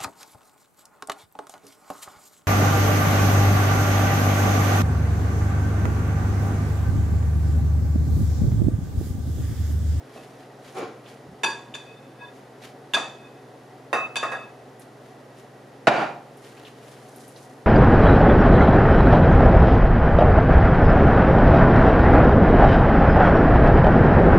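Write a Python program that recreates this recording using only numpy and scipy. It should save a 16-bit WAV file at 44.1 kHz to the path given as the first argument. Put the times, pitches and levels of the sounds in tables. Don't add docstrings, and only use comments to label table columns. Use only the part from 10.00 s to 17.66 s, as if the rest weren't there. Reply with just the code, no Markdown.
import sys
import numpy as np
from scipy import signal
from scipy.fft import rfft, irfft, next_fast_len
from scipy.io import wavfile

SR = 44100
rng = np.random.default_rng(int(sys.argv[2]) if len(sys.argv) > 2 else 0)


def unload_audio(sound):
    columns = np.transpose(np.atleast_2d(sound))
    steps = np.round(np.clip(columns, -1, 1) * 32767)
    wavfile.write(sys.argv[1], SR, steps.astype(np.int16))


N = 337806
TIME = np.arange(N) / SR
HIT_TIME = TIME[:SR]

# frequency in Hz, fade time in seconds.
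ROOM_FADE = [(100, 1), (400, 0.48), (750, 0.61), (1500, 0.45), (4000, 0.44), (8000, 0.48), (14000, 0.17)]
# frequency in Hz, likeness (1 means the same).
EAR_LIKENESS = [(50, 0.97), (300, 0.99), (600, 0.88), (1200, 0.65), (4000, 0.75), (8000, 0.66),
                (13000, 0.4)]
# pitch in Hz, level in dB.
MOTOR_TONES = [(119.6, -57), (139.6, -56.5)]
# frequency in Hz, level in dB.
AIR_COLOUR = [(25, -64), (60, -21), (90, -19), (130, -2.5), (170, -10), (250, -9), (450, -5), (740, -8),
              (1000, -14), (1900, -20.5), (2300, -25), (5000, -31), (10000, -39), (15300, -51.5)]
# centre in Hz, width in Hz, boost in dB.
AIR_PEAKS = [(257.5, 41, 6.5), (406, 51, 4), (744.6, 8.2, 9.5), (1930, 32, 7.5)]
# start in seconds, knock level in dB, ring level in dB,
# tilt towards treble in dB per octave, seconds until the ring drops away.
KNOCKS = [(.160, -44, -53, -12.5, 0.033), (2.964, -30.5, -35.5, -1.5, 0.094),
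          (3.929, -23.5, -24, 0.5, 0.13), (4.2292, -29.5, -30.5, 0, 0.068), (4.3173, -32.5, -38, 0.5, 0.13)]
# frequency in Hz, level in dB.
KNOCK_COLOUR = [(50, -48), (110, -41), (210, -9.5), (400, -4.5), (750, -5.5), (1250, -3.5), (1900, -7),
                (2300, -14.5), (2650, -6.5), (3000, -27), (4400, -37), (7000, -31), (10000, -33),
                (15000, -57)]
# centre in Hz, width in Hz, boost in dB.
KNOCK_PEAKS = [(482.5, 5.6, 15.5), (653, 140, 12), (760, 36, 14.5), (1125, 83, 2), (1280, 135, 11.5),
               (1686, 49, 3), (1865, 67, 11.5), (3710, 99, 24.5), (4740, 120, 23), (6150, 510, 9.5),
               (7360, 180, 8), (8600, 180, 7), (10200, 250, 6), (11200, 200, 7), (12600, 200, 7)]
# pitch in Hz, level in dB, fade time in seconds.
RIM_TONES = [(1081, -1, 0.46), (1245, -1, 0.33), (1714, -5.5, 0.28), (2590, -6, 8.7), (2664, -5.5, 0.15),
             (3690, -24, 0.89), (4940, -23.5, 0.25), (6000, -22.5, 0.33), (7580, -28, 0.32),
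             (9970, -26, 0.1)]
# firmest moment in seconds, length in seconds,
# level in dB, extra fizz in dB.
SMEARS = [(.17, .17, -49.5, -10.5), (.41, .09, -57.5, -13), (0.676, .1, -51, -7.5),
          (0.78, 0.05, -54.5, 5.5), (1.092, .08, -49.5, -12), (2.364, 0.072, -57, -9),
          (2.643, .045, -43, -12), (4.816, 0.027, -55, -3), (5.06, 0.13, -61, -7),
          (5.382, 0.058, -54, -6.5), (6.452, 0.17, -53, -6), (6.577, 0.041, -51, -15),
          (6.66, 0.11, -53.5, -10), (6.88, 0.2, -51.5, -7), (7.178, 0.29, -63.5, 10),
          (7.4, 0.095, -61.5, 8)]
# frequency in Hz, level in dB.
SMEAR_COLOUR = [(600, -1), (1500, 6), (3000, 3), (5000, -2.5), (8000, -9), (15000, -22)]
FIZZ_COLOUR = [(3000, 1.5), (6500, 6), (10300, 2.5), (12500, -8), (15000, -17)]
# frequency in Hz, level in dB.
DRAG_COLOUR = [(60, -50), (110, -13), (250, -9), (350, -2.5), (480, -1), (620, -10), (760, -6.5),
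               (920, -14), (1100, -9.5), (1700, -21.5), (2400, -23), (5400, -32), (9000, -50), (15000, -67)]
# centre in Hz, width in Hz, boost in dB.
DRAG_PEAKS = [(348, 38, 5), (760, 23, 11.5), (1070, 70, 1), (1390, 69, 7), (2340, 120, 7.5), (5540, 96, 2),
              (6800, 160, 12), (8900, 160, 3), (10150, 160, 10)]
# start in seconds, level in dB, length in seconds.
HAND_BUMPS = [(1.256, -44.5, 0.06), (1.302, -46.5, 0.053)]
# start in seconds, level in dB, centre in Hz.
POPS = [(1.06, -53, 2790), (2.627, -57, 3600), (4.7955, -54.5, 9500), (6.370, -61, 9800), (6.57, -55, 2560),
        (6.650, -48, 3130), (6.668, -50.5, 2820), (7.160, -55, 10300), (7.279, -54, 9550),
        (7.361, -53, 4280)]
# start in seconds, level in dB, tilt towards treble in dB
# per octave, boost of the bright tones in dB, clatter level in dB.
CLINKS = [(1.434, -18.5, -0.97, -0.5, -4.5), (1.74, -41.5, 0.4, 6.5, 2.5), (2.9358, -27, 0, 5, 4.5),
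          (4.157, -27, 0, 2.5, 0)]
# pitch in Hz, level in dB, fade time in seconds.
GLASS_TONES = [(382.3, -6, 0.31), (891, -2.5, 0.37), (946, -1.5, 0.48), (1090, -7, 0.47), (1660, 3, 0.37),
               (2514, -6, 0.33), (2560, 2, 0.31), (3520, -7.5, 0.51), (3570, 1.5, .3), (4643, -4, 0.35),
               (5860, -9.5, 0.27), (6450, -37, 0.18), (6890, -19, 0.25), (7160, -9, 0.29),
               (7730, -23, 0.24), (8620, -13.5, 0.32), (9700, -27, 0.26), (10100, -20.5, 0.26),
               (10400, -45, 0.21), (11660, -27, 0.25), (12410, -40, .25)]
# frequency in Hz, level in dB.
CRACK_COLOUR = [(200, -23), (1000, -3), (2000, -3.5), (2800, 8.5), (3600, -12), (4600, -19), (7000, -12),
                (12000, -28), (15000, -45)]
CLATTER_COLOUR = [(60, -24), (200, -9.5), (400, -2), (1100, -1.5), (2000, -9), (3200, -9.5), (4200, -12),
                  (7000, -20), (10000, -28), (15000, -57)]
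# firmest moment in seconds, length in seconds, level in dB,
# favoured pitch in Hz.
RUBS = [(1.888, .04, -49, 2480), (1.986, 0.13, -59.5, 3430), (2.226, 0.037, -41, 980),
        (2.252, 0.031, -47.5, 3500), (2.28, 0.022, -47, 1660), (3.239, 0.15, -56, 2870),
        (4.346, 0.086, -38.5, 1670)]
# start in seconds, level in dB, decay in seconds,
# tilt towards treble in dB per octave.
LANDING_HITS = [(5.8704, -10, 0.018, 2), (5.8769, -3, 0.0019, -3.5)]
# frequency in Hz, level in dB.
COUNTER_COLOUR = [(30, -57), (60, -24), (90, -44), (133, -9), (180, -12.5), (320, -6.5), (420, -8),
                  (700, -2), (1100, -7.5), (2400, -18.5), (4000, -28.5), (7000, -39), (10500, -52.5),
                  (15000, -74)]
# centre in Hz, width in Hz, boost in dB.
COUNTER_PEAKS = [(139, 11, -2.5), (336, 34, 2.5), (587, 15, 5), (710, 46, 5.5), (805, 25, 8.5),
                 (1420, 90, 7.5), (1740, 89, 4.5), (2380, 130, 7.5), (2710, 55, 6.5), (2930, 62, 6),
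                 (3870, 42, 9), (4610, 29, 11)]
# frequency in Hz, boost or cut in dB.
MICROPHONE = [(30, -20), (55, -2.5), (85, 0), (110, -0.5), (7400, 0.5), (8200, -2.5), (9000, 2.5),
              (13000, 5), (15500, 3)]


def amp(db):
    return 10 ** (np.asarray(db) / 20)


def unit(x):
    return x / np.sqrt(np.mean(x ** 2) + 1e-20)


def read(points, hz):
    f, value = np.transpose(points)
    return np.interp(np.log(hz + 1), np.log(f + 1), value)


def add(mix, s, sound):
    part = mix[:, round(s * SR):][:, :sound.shape[-1]]
    part += sound[..., :part.shape[1]]


def colour(points, peaks=()):
    def gain(hz):
        lift = sum((amp(db) ** 2 - 1) / (1 + (2 * (hz - f) / w) ** 2) for f, w, db in peaks)
        return amp(read(points, hz)) * np.sqrt(np.maximum(1 + lift, 1))
    return gain


def tilted(gain, tilt_db):
    return lambda hz: gain(hz) * amp(tilt_db * np.log2((hz + 50) / 1000))


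def shape(x, gain):
    size = 2 * next_fast_len(x.shape[-1] // 2 + 2048)
    hz = np.fft.rfftfreq(size, 1 / SR)
    cepstrum = irfft(np.log(np.maximum(gain(hz), 1e-5)))
    cepstrum[1:size // 2] *= 2
    cepstrum[size // 2 + 1:] = 0
    return irfft(rfft(x, size) * np.exp(rfft(cepstrum)), size)[..., :x.shape[-1]]


def spread(pair, gain):
    mid = shape(pair[0], lambda hz: gain(hz) * np.sqrt(1 + read(EAR_LIKENESS, hz)))
    side = shape(pair[1], lambda hz: gain(hz) * np.sqrt(1 - read(EAR_LIKENESS, hz)))
    return unit(np.array([mid + side, mid - side]))


def noise(gain, size):
    return spread(rng.standard_normal((2, size)), gain)


def wander(rate_hz, size):
    hz = np.fft.rfftfreq(size, 1 / SR)
    return unit(irfft(rfft(rng.standard_normal(size)) * np.exp(-(hz / rate_hz) ** 2), size))


def appliance(rush_db=-46.5):
    hum = np.zeros(N)
    for hz, db in MOTOR_TONES:
        drift = .15 * wander(3, N)
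        hum += amp(db) * np.sqrt(2) * np.sin(2 * np.pi * hz * TIME + drift)
    air = colour(AIR_COLOUR, AIR_PEAKS)
    rumble_cut = colour([(60, 0), (100, -7), (145, -7), (200, 0)])
    return hum + amp(rush_db) * noise(lambda hz: air(hz) * rumble_cut(hz), N)


def crack(gain):
    burst = rng.standard_normal((2, SR)) * np.exp(-HIT_TIME / .002)
    return spread(burst, gain) * np.sqrt(.001)


def echoes(gain, hold_s=0):
    hz, t, bands = signal.stft(noise(gain, SR), SR, nperseg=256)
    fade = amp(-60 * np.maximum(t - hold_s, 0) / read(ROOM_FADE, hz)[:, None])
    tail = signal.istft(bands * fade, SR, nperseg=256)[1][:, :SR]
    return tail * (1 - np.exp(-HIT_TIME / 0.00017))


def ring(tones, waver):
    out = np.zeros((2, SR))
    for hz, db, fade_s in tones:
        phase = 2 * np.pi * rng.random() + 0.36 * rng.standard_normal((2, 1))
        flutter = 1 + waver * (wander(32, SR) + 1j * wander(62, SR))
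        tone = np.exp(1j * (2 * np.pi * hz * HIT_TIME + phase))
        out += amp(db - 60 * HIT_TIME / fade_s) * (flutter * tone).real
    return out * (1 - np.exp(-HIT_TIME / 0.0013))


def knocks(crack_db=5, drop_db=14, drop_s=0.031, fade_db_per_s=90):
    out = np.zeros((2, N))
    early_boost = 1 + amp(-2) * np.exp(-HIT_TIME / 0.05)
    for s, knock_db, ring_db, tilt_db, sing_s in KNOCKS:
        body = tilted(colour(KNOCK_COLOUR, KNOCK_PEAKS), tilt_db)
        knock = echoes(body) * early_boost + amp(crack_db) * crack(body)
        late_s = np.maximum(HIT_TIME - sing_s, 0)
        loss_db = drop_db * (1 - np.exp(-late_s / drop_s)) + fade_db_per_s * late_s
        add(out, s, amp(knock_db) * knock + amp(ring_db - loss_db) * ring(RIM_TONES, waver=0.41))
    return out * amp([[-0.23], [0.23]])


def swell(s, attack_s, hold_s, release_s):
    early, late = np.maximum(s - TIME, 0), np.maximum(TIME - s - hold_s, 0)
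    return np.exp(-np.minimum(early / attack_s + late / release_s, 30))


def stroke(s, length):
    return swell(s, attack_s=0.49 * length, hold_s=0.21 * length, release_s=0.76 * length)


def crackle(gain, per_s, uneven_db):
    sizes = amp(uneven_db * np.minimum(rng.exponential(1, (2, N)), 4)) * rng.standard_normal((2, N))
    snaps = rng.random((2, N)) < per_s / SR
    return spread(sizes * snaps, gain)


def smears(body_db=-3, fizz_db=-2.5, lumps_db=2):
    body = crackle(colour(SMEAR_COLOUR), per_s=4600, uneven_db=0)
    body *= amp(body_db + lumps_db * wander(30, N))
    fizz = crackle(colour(FIZZ_COLOUR), per_s=7000, uneven_db=2)
    fizz *= amp(fizz_db + lumps_db * wander(50, N))
    body_power, fizz_power = np.zeros((2, N))
    for s, length, db, extra_fizz_db in SMEARS:
        power = (amp(db) * stroke(s, length)) ** 2
        body_power += power
        fizz_power += power * amp(extra_fizz_db) ** 2
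    return body * np.sqrt(body_power) + fizz * np.sqrt(fizz_power)


def lifting(drag_s=0.7734, drag_db=-29.5):
    slide = swell(drag_s, attack_s=0.015, hold_s=0.048, release_s=0.063)
    out = amp(drag_db) * slide * noise(colour(DRAG_COLOUR, DRAG_PEAKS), N)
    thud = colour([(30, -22), (70, -6), (110, -3), (200, -4), (500, -43), (2000, -80)])
    for s, db, length in HAND_BUMPS:
        window = signal.windows.hann(round(length * SR))
        push = noise(thud, SR)[:, :len(window)]
        add(out, s, amp(db) * unit(push) * window)
    return out


def pops(decay_s=0.013, width_octaves=.55, room_db=-9):
    out = np.zeros((2, N))
    burst = np.exp(-HIT_TIME / decay_s) + amp(room_db)
    for s, db, centre_hz in POPS:
        pocket = lambda hz: 1 / (1 + (np.log2((hz + 1) / centre_hz) / width_octaves) ** 2) ** 2
        add(out, s, amp(db) * echoes(pocket) * burst)
    return out


def clinks(crack_db=7.5, ring_db=-6.5, bright_hz=3550, bright_width_hz=470):
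    out = np.zeros((2, N))
    body = colour(CLATTER_COLOUR, [(hz, 80, 17) for hz, _, _ in GLASS_TONES if hz > 1500])
    early = 1 + amp(5) * np.exp(-((HIT_TIME - 0.012) / 0.0065) ** 2)
    bloom = 1 - np.exp(-HIT_TIME / 0.0061)
    for s, db, tilt_db, bright_db, clatter_db in CLINKS:
        clatter = echoes(body) * early * bloom + amp(crack_db) * crack(colour(CRACK_COLOUR))
        sound = amp(ring_db) * ring(GLASS_TONES, waver=0.81) + amp(clatter_db) * clatter
        place = lambda hz: amp(bright_db * np.exp(-((hz - bright_hz) / bright_width_hz) ** 2))
        add(out, s, amp(db) * shape(sound, tilted(place, tilt_db)))
    return out * amp([[-3], [-2.5]])


def rubbing(width_hz=22, raise_hz=22.3, grit_db=2, favour_db=6, favour_octaves=0.16, top_hz=5000):
    singing = [(hz, db) for hz, db, _ in GLASS_TONES[2:]]
    lowest_hz, lowest_db = singing[0]
    singing[0] = (lowest_hz + raise_hz, lowest_db)
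    def bowl(hz):
        peaks = sum(amp(db) / (1 + (2 * (hz - f) / width_hz) ** 2) for f, db in singing)
        return peaks / (1 + (hz / top_hz) ** 4)
    out = np.zeros((2, N))
    for s, length, db, favoured_hz in RUBS:
        def grip(hz):
            octaves_away = abs(np.log2((hz + 1) / favoured_hz))
            return amp(favour_db * np.exp(-(octaves_away / favour_octaves) ** 2) - 4 * octaves_away)
        song = noise(lambda hz: bowl(hz) * grip(hz), SR) * amp(db + grit_db * wander(43, SR))
        start = s - .5
        add(out, start, song * stroke(s, length)[round(start * SR):][:SR])
    return out


def landing(tail_db=-19, hold_s=0.16, fade_db_per_s=22):
    out = np.zeros((2, N))
    body = colour(COUNTER_COLOUR, COUNTER_PEAKS)
    for s, db, decay_s, tilt_db in LANDING_HITS:
        contacts = rng.standard_normal((2, SR)) * np.exp(-(HIT_TIME / decay_s) ** 2)
        add(out, s, amp(db) * np.sqrt(decay_s) * spread(contacts, tilted(body, tilt_db)))
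    tail = amp(tail_db - fade_db_per_s * HIT_TIME) * echoes(body, hold_s)
    add(out, LANDING_HITS[0][0], tail)
    return out * amp([[-0.3], [0.3]])


def scene():
    return appliance() + knocks() + smears() + lifting() + pops() + clinks() + rubbing() + landing()


def record(dry):
    coloured = shape(np.tanh(dry), colour(MICROPHONE))
    treble_cut = signal.firwin(511, 15500, window=("kaiser", 9), fs=SR)
    return signal.oaconvolve(coloured, treble_cut[None], "same")


dry = scene()
out = record(dry)
unload_audio(out)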